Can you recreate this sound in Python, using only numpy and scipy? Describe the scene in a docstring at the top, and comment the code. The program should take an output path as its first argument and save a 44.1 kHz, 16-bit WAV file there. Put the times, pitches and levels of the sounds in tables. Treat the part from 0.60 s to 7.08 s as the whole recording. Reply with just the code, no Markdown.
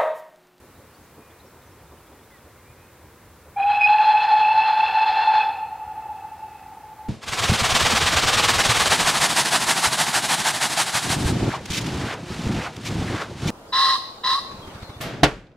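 """The low rumble of an approaching train and a few small birds fill a wooded cutting.
Then the distant steam locomotive gives one two-second blast on its whistle. A steam jet drives the bell:
the breathy note climbs as the bell heats and briefly overblows to its upper mode.
The woods throw it back in a long echo."""
import sys
import numpy as np
from scipy import signal
from scipy.fft import rfft, irfft, next_fast_len
from scipy.io import wavfile
from scipy.ndimage import map_coordinates

SR = 44100
rng = np.random.default_rng(int(sys.argv[2]) if len(sys.argv) > 2 else 0)


def output_pcm(signal):
    """Save a mono or channel-first signal as 16-bit PCM at the path in sys.argv[1].

    Samples are clipped to [-1, 1] before scaling.
    """
    pcm = np.clip(np.atleast_2d(signal).T, -1, 1) * 32767
    wavfile.write(sys.argv[1], SR, np.round(pcm).astype(np.int16))


N = 285961
TIME = np.arange(N) / SR

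OPEN_S, SHUT_S = 2.957, 4.821   # the steam valve
COLD_HZ, HOT_HZ, HEAT_S = 797.7, 870.6, .41   # the note climbs as steam fills and heats the bell
# Tone colour of the train and the open air. Each row: frequency in Hz, relative level in dB.
AIR_SPECTRUM = [(15, -49.5), (25, -29.5), (52, -10), (75, 0.5), (188, -11.5), (368, -8.5), (410, -10.5),
                (509, -9), (648, -14.5), (970, -12), (1620, -16), (2420, -20), (3170, -25.5), (3720, -25),
                (15500, -43.5)]
# Surges of the train's noise. Each row: peak time in seconds, rumble gain in dB, wheel gain in dB.
TRAIN_SURGES = [(.2, -58, -63), (.41, -53, -69), (.59, -49, -49.5), (.85, -63, -54), (.95, -64, -53),
                (1.12, -59, -66), (1.245, -60, -58), (1.33, -52, -49), (1.53, -65, -52), (2.11, -48, -75),
                (2.45, -50, -58), (2.88, -61, -52), (5.271, -48.5, -70), (5.47, -48, -53)]


def from_db(db):
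    """Decibels to gain."""
    return 10 ** (np.asarray(db) / 20)


def rms_one(x):
    """Scale to unit power."""
    return x / np.sqrt(np.mean(x ** 2) + 1e-20)


def in_time(points):
    """Read an envelope at every sample."""
    return np.interp(TIME, *np.transpose(points))


def at_hz(points, hz):
    """Read a spectrum on a log-frequency axis."""
    known, values = np.transpose(points)
    return np.interp(np.log(hz + 1), np.log(known), values)


def noise(gain_at, size=N):
    """Unit-power noise, coloured by the given function of frequency."""
    padded = next_fast_len(size)
    hz = np.fft.rfftfreq(padded, 1 / SR)
    spectrum = rfft(rng.standard_normal(padded)) * gain_at(hz)
    return rms_one(irfft(spectrum, padded)[:size])


def drift(rate_hz):
    """Random wandering of unit power, up to about the given rate."""
    return noise(lambda hz: 1 / (1 + (hz / rate_hz) ** 2))


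def swells(rows):
    """Smooth bumps of gain. Each row: peak time in seconds, half length in seconds, peak in dB."""
    power = sum(from_db(db) ** 2 * np.exp(-2 * ((TIME - s) / half_s) ** 2) for s, half_s, db in rows)
    return np.sqrt(power + 1e-20)


def engine_rumble(level_db, throb_db, top_hz):
    """The engine's low rumble throbs and now and then surges."""
    rumble = noise(lambda hz: from_db(at_hz(AIR_SPECTRUM, hz)) / np.sqrt(1 + (hz / top_hz) ** 8))
    surges = swells([(s, .022, db) for s, db, _ in TRAIN_SURGES])
    return rumble * np.hypot(from_db(level_db + throb_db * drift(6)), surges)


def open_air(low_hz, top_hz):
    """A steady wash of distant train and open air, above the rumble."""
    def colour(hz):
        low_cut = np.sqrt(1 + (low_hz / (hz + 1)) ** 8)
        return from_db(at_hz(AIR_SPECTRUM, hz)) / low_cut / (1 + (hz / top_hz) ** 4)
    return noise(colour)


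def wheels(air, gain_db, fade_db_per_s, uneven_db):
    """Dull wheel noise: surges over an uneven, fading bed."""
    dull = signal.sosfilt(signal.butter(2, 1200, fs=SR, output="sos"), air)
    bed = from_db(gain_db - fade_db_per_s * TIME + uneven_db * drift(18))
    return dull * (bed + swells([(s, .022, db) for s, _, db in TRAIN_SURGES]))


def birds():
    """Gliding sines: one bird's chirps run out into a soft twitter; a second flutes lower notes."""
    # The small bird. Each row: start in seconds, middle pitch in Hz, glide in Hz, level in dB.
    chirps = [(.147, 3900, 698.5, -60), (.338, 4550, 799, -58), (.425, 6420, 151.5, -64),
              (.697, 3400, 503, -58.5), (.792, 3970, 900, -55), (.857, 5490, 2.5, -61.5),
              (1.012, 3720, 596.5, -62), (1.06, 6100, -100, -63), (1.113, 5400, 286, -63)]
    # The second bird. Each row: start and length in seconds, middle pitch and glide in Hz, level in dB.
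    fluted = [(.551, 0.22, 2430, -58.5, -61), (1.519, 0.11, 1900, -270, -59),
              (1.69, 0.11, 1975, -350, -53.5), (1.95, .081, 2110, 44, -59), (2.04, .1, 2400, 238, -56.5),
              (2.14, .14, 2527, 60.5, -62)]
    chirp_s, twitter_s, twitter_hz = .028, .022, 3460
    notes = [(s, chirp_s, hz, glide_hz, db) for s, hz, glide_hz, db in chirps]
    beats_s = np.arange(1.19, 1.8, .066)
    for s, (late, high, up, loud) in zip(beats_s, rng.standard_normal(size=(32, 4))):
        hz = twitter_hz + 180 * high
        notes.append((s + .011 * late, twitter_s, hz, 400 * np.sign(up), -61.5 + 2.2 * loud))
    song = np.zeros(N)
    for s, length_s, hz, glide_hz, db in notes + list(fluted):
        progress = np.linspace(0, 1, int(length_s * SR))
        phase = 2 * np.pi * np.cumsum(hz + glide_hz * (progress - .5)) / SR
        at = int(s * SR)
        song[at:at + len(phase)] += from_db(db) * np.sin(np.pi * progress) * np.sin(phase)
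    return song


def woods(x):
    """Countless echoes off trunks and banks; the longer the path, the more treble it loses."""
    # Scattering by the trees. Each row: delay in seconds, relative level in dB.
    tail = [(.01, 1.5), (.08, 2), (.17, -1), (.32, -11.5), (.62, -14), (.85, -13.5), (1.18, -27.5),
            (1.5, -22), (2.2, -40), (3.5, -40)]
    # Colour the leaves give the echo. Each row: frequency in Hz, gain in dB.
    leaves = [(300, -6), (600, 6), (860, 1.5), (1700, -4.5), (2600, 1.5), (4200, -0.5), (7000, 3)]
    # Absorption along the path, as a tilt on the tail. Each row: frequency in Hz, gain in dB per second.
    absorption = [(300, -14), (860, 5), (1700, -1), (2600, -15), (3400, -24.5), (4200, -31), (7000, -37.5)]
    scatter = rms_one(rng.standard_normal(N) * from_db(in_time(tail)) * (TIME > .008)) / np.sqrt(N)
    edges_hz = np.geomspace(200, 10000, 11)
    response = np.zeros(N)
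    for low, high in zip(edges_hz, edges_hz[1:]):
        band = signal.sosfilt(signal.butter(2, [low, high], "band", fs=SR, output="sos"), scatter)
        hz = np.sqrt(low * high)
        response += band * from_db(at_hz(leaves, hz) + at_hz(absorption, hz) * TIME)
    return signal.fftconvolve(x, response)[:N]


def settling(time_s):
    """Holds at 1 until the valve opens, then decays towards 0."""
    return np.exp(-np.maximum(TIME - OPEN_S, 0) / time_s)


def valve(rise_s, fall_s):
    """The valve swings open; once it shuts the pressure dies away."""
    return (1 - settling(rise_s)) ** 2 * np.exp(-np.maximum(TIME - SHUT_S, 0) / fall_s)


def heating(cold_hz, hot_hz):
    """A mode of the bell rises with its temperature."""
    return hot_hz + (cold_hz - hot_hz) * settling(HEAT_S)


def unsteady_phase(hz, jitter, rate_hz):
    """Phase of a tone whose pitch is shaken by turbulence."""
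    return 2 * np.pi * np.cumsum(hz * (1 + jitter * drift(rate_hz))) / SR


def whistle_note(hz, flutter_db, fading_db, bloom_s):
    """The jet locks onto the bell's lowest mode: a fluttering tone whose overtones bloom with pressure."""
    # Strength of the note. Each row: time in seconds, relative level in dB.
    strength = [(2.97, -17.5), (3.15, -18.5), (3.3, -13.5), (3.39, -16.5), (3.46, -10.5), (3.6, -16),
                (3.81, -14), (3.88, -18), (4.02, -15), (4.1, -23), (4.18, -16), (4.27, -25.5),
                (4.36, -18.5), (4.64, -21), (4.76, -17.5), (4.84, -19)]
    # Its overtones. Each row: harmonic number, level in dB against the fundamental at full bloom.
    harmonics = [(2, -27.5), (3, -19), (4, -41.5), (5, -30)]
    phase = unsteady_phase(hz, jitter=.00801, rate_hz=63.3)
    overtones = sum(from_db(db) * np.sin(round(k) * phase) for k, db in harmonics)
    wave = np.sqrt(2) * (np.sin(phase) + overtones * valve(rise_s=bloom_s, fall_s=.05))
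    fading = fading_db * np.tanh(drift(30))   # moving air on the long path
    gain = from_db(in_time(strength) + fading + flutter_db * drift(41))
    return wave * gain * valve(rise_s=.012, fall_s=.04)


def overblow(wander, flutter_db, octave_db, twelfth_db):
    """The upper mode is rough while weak; taking over, it steadies, goes flat and gains overtones."""
    # Swells of the upper mode. Each row: peak time and half length in seconds, relative peak in dB.
    squeals = [(3.026, 0.015, -27.5), (3.15, 0.037, -24), (3.21, 0.017, -21), (3.248, 0.022, -12),
               (3.32, 0.034, -25.5), (3.59, 0.03, -26.5), (3.9, .055, -24), (4.02, 0.039, -22.5),
               (4.24, 0.066, -27.5), (4.39, 0.065, -26), (4.825, 0.025, -22.5)]
    resting_db, takeover_db = -35.5, -18.5
    gain = np.hypot(from_db(resting_db), swells(squeals))
    drive = gain / from_db(takeover_db)
    locked = drive ** 2 / (1 + drive ** 2)   # how far this mode has captured the jet, 0-1
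    scoop_hz = 259.86 * settling(.04)   # it starts flat while the pressure builds
    hz = heating(cold_hz=2573, hot_hz=2653) - scoop_hz
    sag = 1 - .05 * np.tanh(drive) ** 2
    phase = unsteady_phase(hz * wander * sag, jitter=.01 * (1 - .5 * locked), rate_hz=112.1)
    overtones = from_db(octave_db) * np.sin(2 * phase) + from_db(twelfth_db) * np.sin(3 * phase)
    wave = np.sqrt(2) * (np.sin(phase) + overtones * (1 + locked) / 2)
    flutter = flutter_db * (1.5 - locked) * drift(82)
    return wave * gain * from_db(.73 * locked + flutter) * valve(rise_s=.0091, fall_s=.035)


def steam(gain_db, gust_db, surge_db):
    """Jet noise rings the bell's resonances, which rise with the note as the bell heats."""
    # Resonances of the hot bell. Each row: centre in Hz, width in Hz, relative level in dB.
    bell = [(416, 11, -6.5), (747, 56, 2), (859.5, 79, 17), (1069, 150, -3), (1420, 140, -3.5),
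            (1565, 91, 4.5), (1758, 130, 5), (2506, 270, -3.5), (3347, 74, 1.5), (3500, 78, 3),
            (4206, 170, 1), (5040, 240, -16), (5950, 450, -34.5)]
    # Broad rush of the jet. Each row: frequency in Hz, relative level in dB.
    rush = [(150, -58), (260, -37.5), (370, -16), (600, -10), (1100, -3.5), (2200, -9.5), (3000, -12.5),
            (4400, -14), (5500, -31), (7000, -35.5), (9000, -50), (14000, -69.5)]

    def colour(hz):
        peaks = sum(from_db(db) ** 2 / (1 + ((hz - centre) / width * 1.73) ** 2) ** 2
                    for centre, width, db in bell)
        return np.sqrt(peaks + from_db(at_hz(rush, hz) + .5) ** 2)
    speed = (heating(COLD_HZ, HOT_HZ) / HOT_HZ) ** .65   # the noise follows the climb part of the way
    breath = map_coordinates(noise(colour, size=N + SR), [np.cumsum(speed)], order=3)
    body = signal.sosfiltfilt(signal.butter(2, 3000, fs=SR, output="sos"), breath)
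    # the treble needs full pressure, and flutters on its way through the moving air
    treble = (breath - body) * valve(rise_s=.062, fall_s=.32) * from_db(gust_db * drift(23))
    jet_db = gain_db - 2 * settling(.23) + surge_db * drift(10)
    return (body + treble) * from_db(jet_db) * valve(rise_s=.031, fall_s=.077)


def undertone(hz, level_db, flutter_db):
    """An unsteady tone that builds up slowly under the note."""
    wave = np.sqrt(2) * np.sin(unsteady_phase(hz, jitter=.01964, rate_hz=35.4))
    return wave * from_db(level_db + flutter_db * drift(18)) * valve(rise_s=.42, fall_s=.11)


def rails(level_db, from_s, full_s):
    """Midrange rail noise fades in as the train rounds the bend."""
    rush = noise(lambda hz: 1 / (1 + (500 / (hz + 1)) ** 4) / (1 + (hz / 1500) ** 2))
    return from_db(level_db) * np.interp(TIME, [from_s, full_s], [0, 1]) * rush


def far_bank(x, delay_s, spread_s):
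    """One late, blurred echo from the far side of the cutting."""
    burst = rms_one(rng.standard_normal(N) * np.exp(-np.abs(TIME - delay_s) / spread_s)) / np.sqrt(N)
    dull_burst = signal.sosfilt(signal.butter(4, 3000, fs=SR, output="sos"), burst)
    return signal.fftconvolve(x, dull_burst)[:N]


def scene():
    """Everything lies far ahead, so both channels hear it alike."""
    wander = 1 + .006553 * drift(9.01)   # uneven steam pressure moves the pitch
    note_hz = heating(COLD_HZ, HOT_HZ) * wander
    crack = np.exp(-((TIME - 3.222) / .052) ** 4)   # note and breath duck as the loudest squeal sets in
    note = from_db(-1.5 - 12 * crack) * whistle_note(note_hz, flutter_db=1.5, fading_db=3, bloom_s=.31)
    upper = from_db(-3.5) * overblow(wander, flutter_db=3.5, octave_db=-28.5, twelfth_db=-51)
    lower = undertone(.883 * note_hz, level_db=-36, flutter_db=2.5)   # hoarse, a whole step down
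    lower += undertone(.435 * note_hz, level_db=-59, flutter_db=2)   # faint and hollow
    breath = from_db(-6.5 * crack) * steam(gain_db=-27, gust_db=2, surge_db=1.57)
    song = birds()
    tone_send = from_db(-9.5) * note + from_db(-5.5) * upper + from_db(-3.5) * lower
    # the jet noise spreads in all directions, so more of it returns from the trees
    echo = woods(tone_send + from_db(-1) * breath + song)
    echo += from_db(-27) * far_bank(note + upper, delay_s=1.188, spread_s=.07)
    air = open_air(low_hz=160, top_hz=5000)
    train = wheels(air, gain_db=-68.5, fade_db_per_s=3, uneven_db=4.5)
    train += rails(level_db=-57.5, from_s=3, full_s=6)
    train += engine_rumble(level_db=-55, throb_db=1.2, top_hz=180)
    return np.tile(train + from_db(-52.5) * air + song + note + upper + breath + lower + echo, (2, 1))


def record(dry):
    """Each channel adds its own faint hiss; the top is cut."""
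    # Colour of the hiss. Each row: frequency in Hz, relative level in dB.
    hiss_spectrum = [(25, -6.5), (70, -3), (150, 3.5), (300, 1), (600, -3), (1500, -15.5), (4000, -2),
                     (8000, -1), (15000, -1.5)]
    hiss = np.array([noise(lambda hz: from_db(at_hz(hiss_spectrum, hz))) for _ in dry])
    top_cut = signal.ellip(12, .1, 80, 15800, fs=SR, output="sos")
    return signal.sosfilt(top_cut, dry + from_db(-57) * hiss)


dry = scene()
out = record(dry)
output_pcm(out)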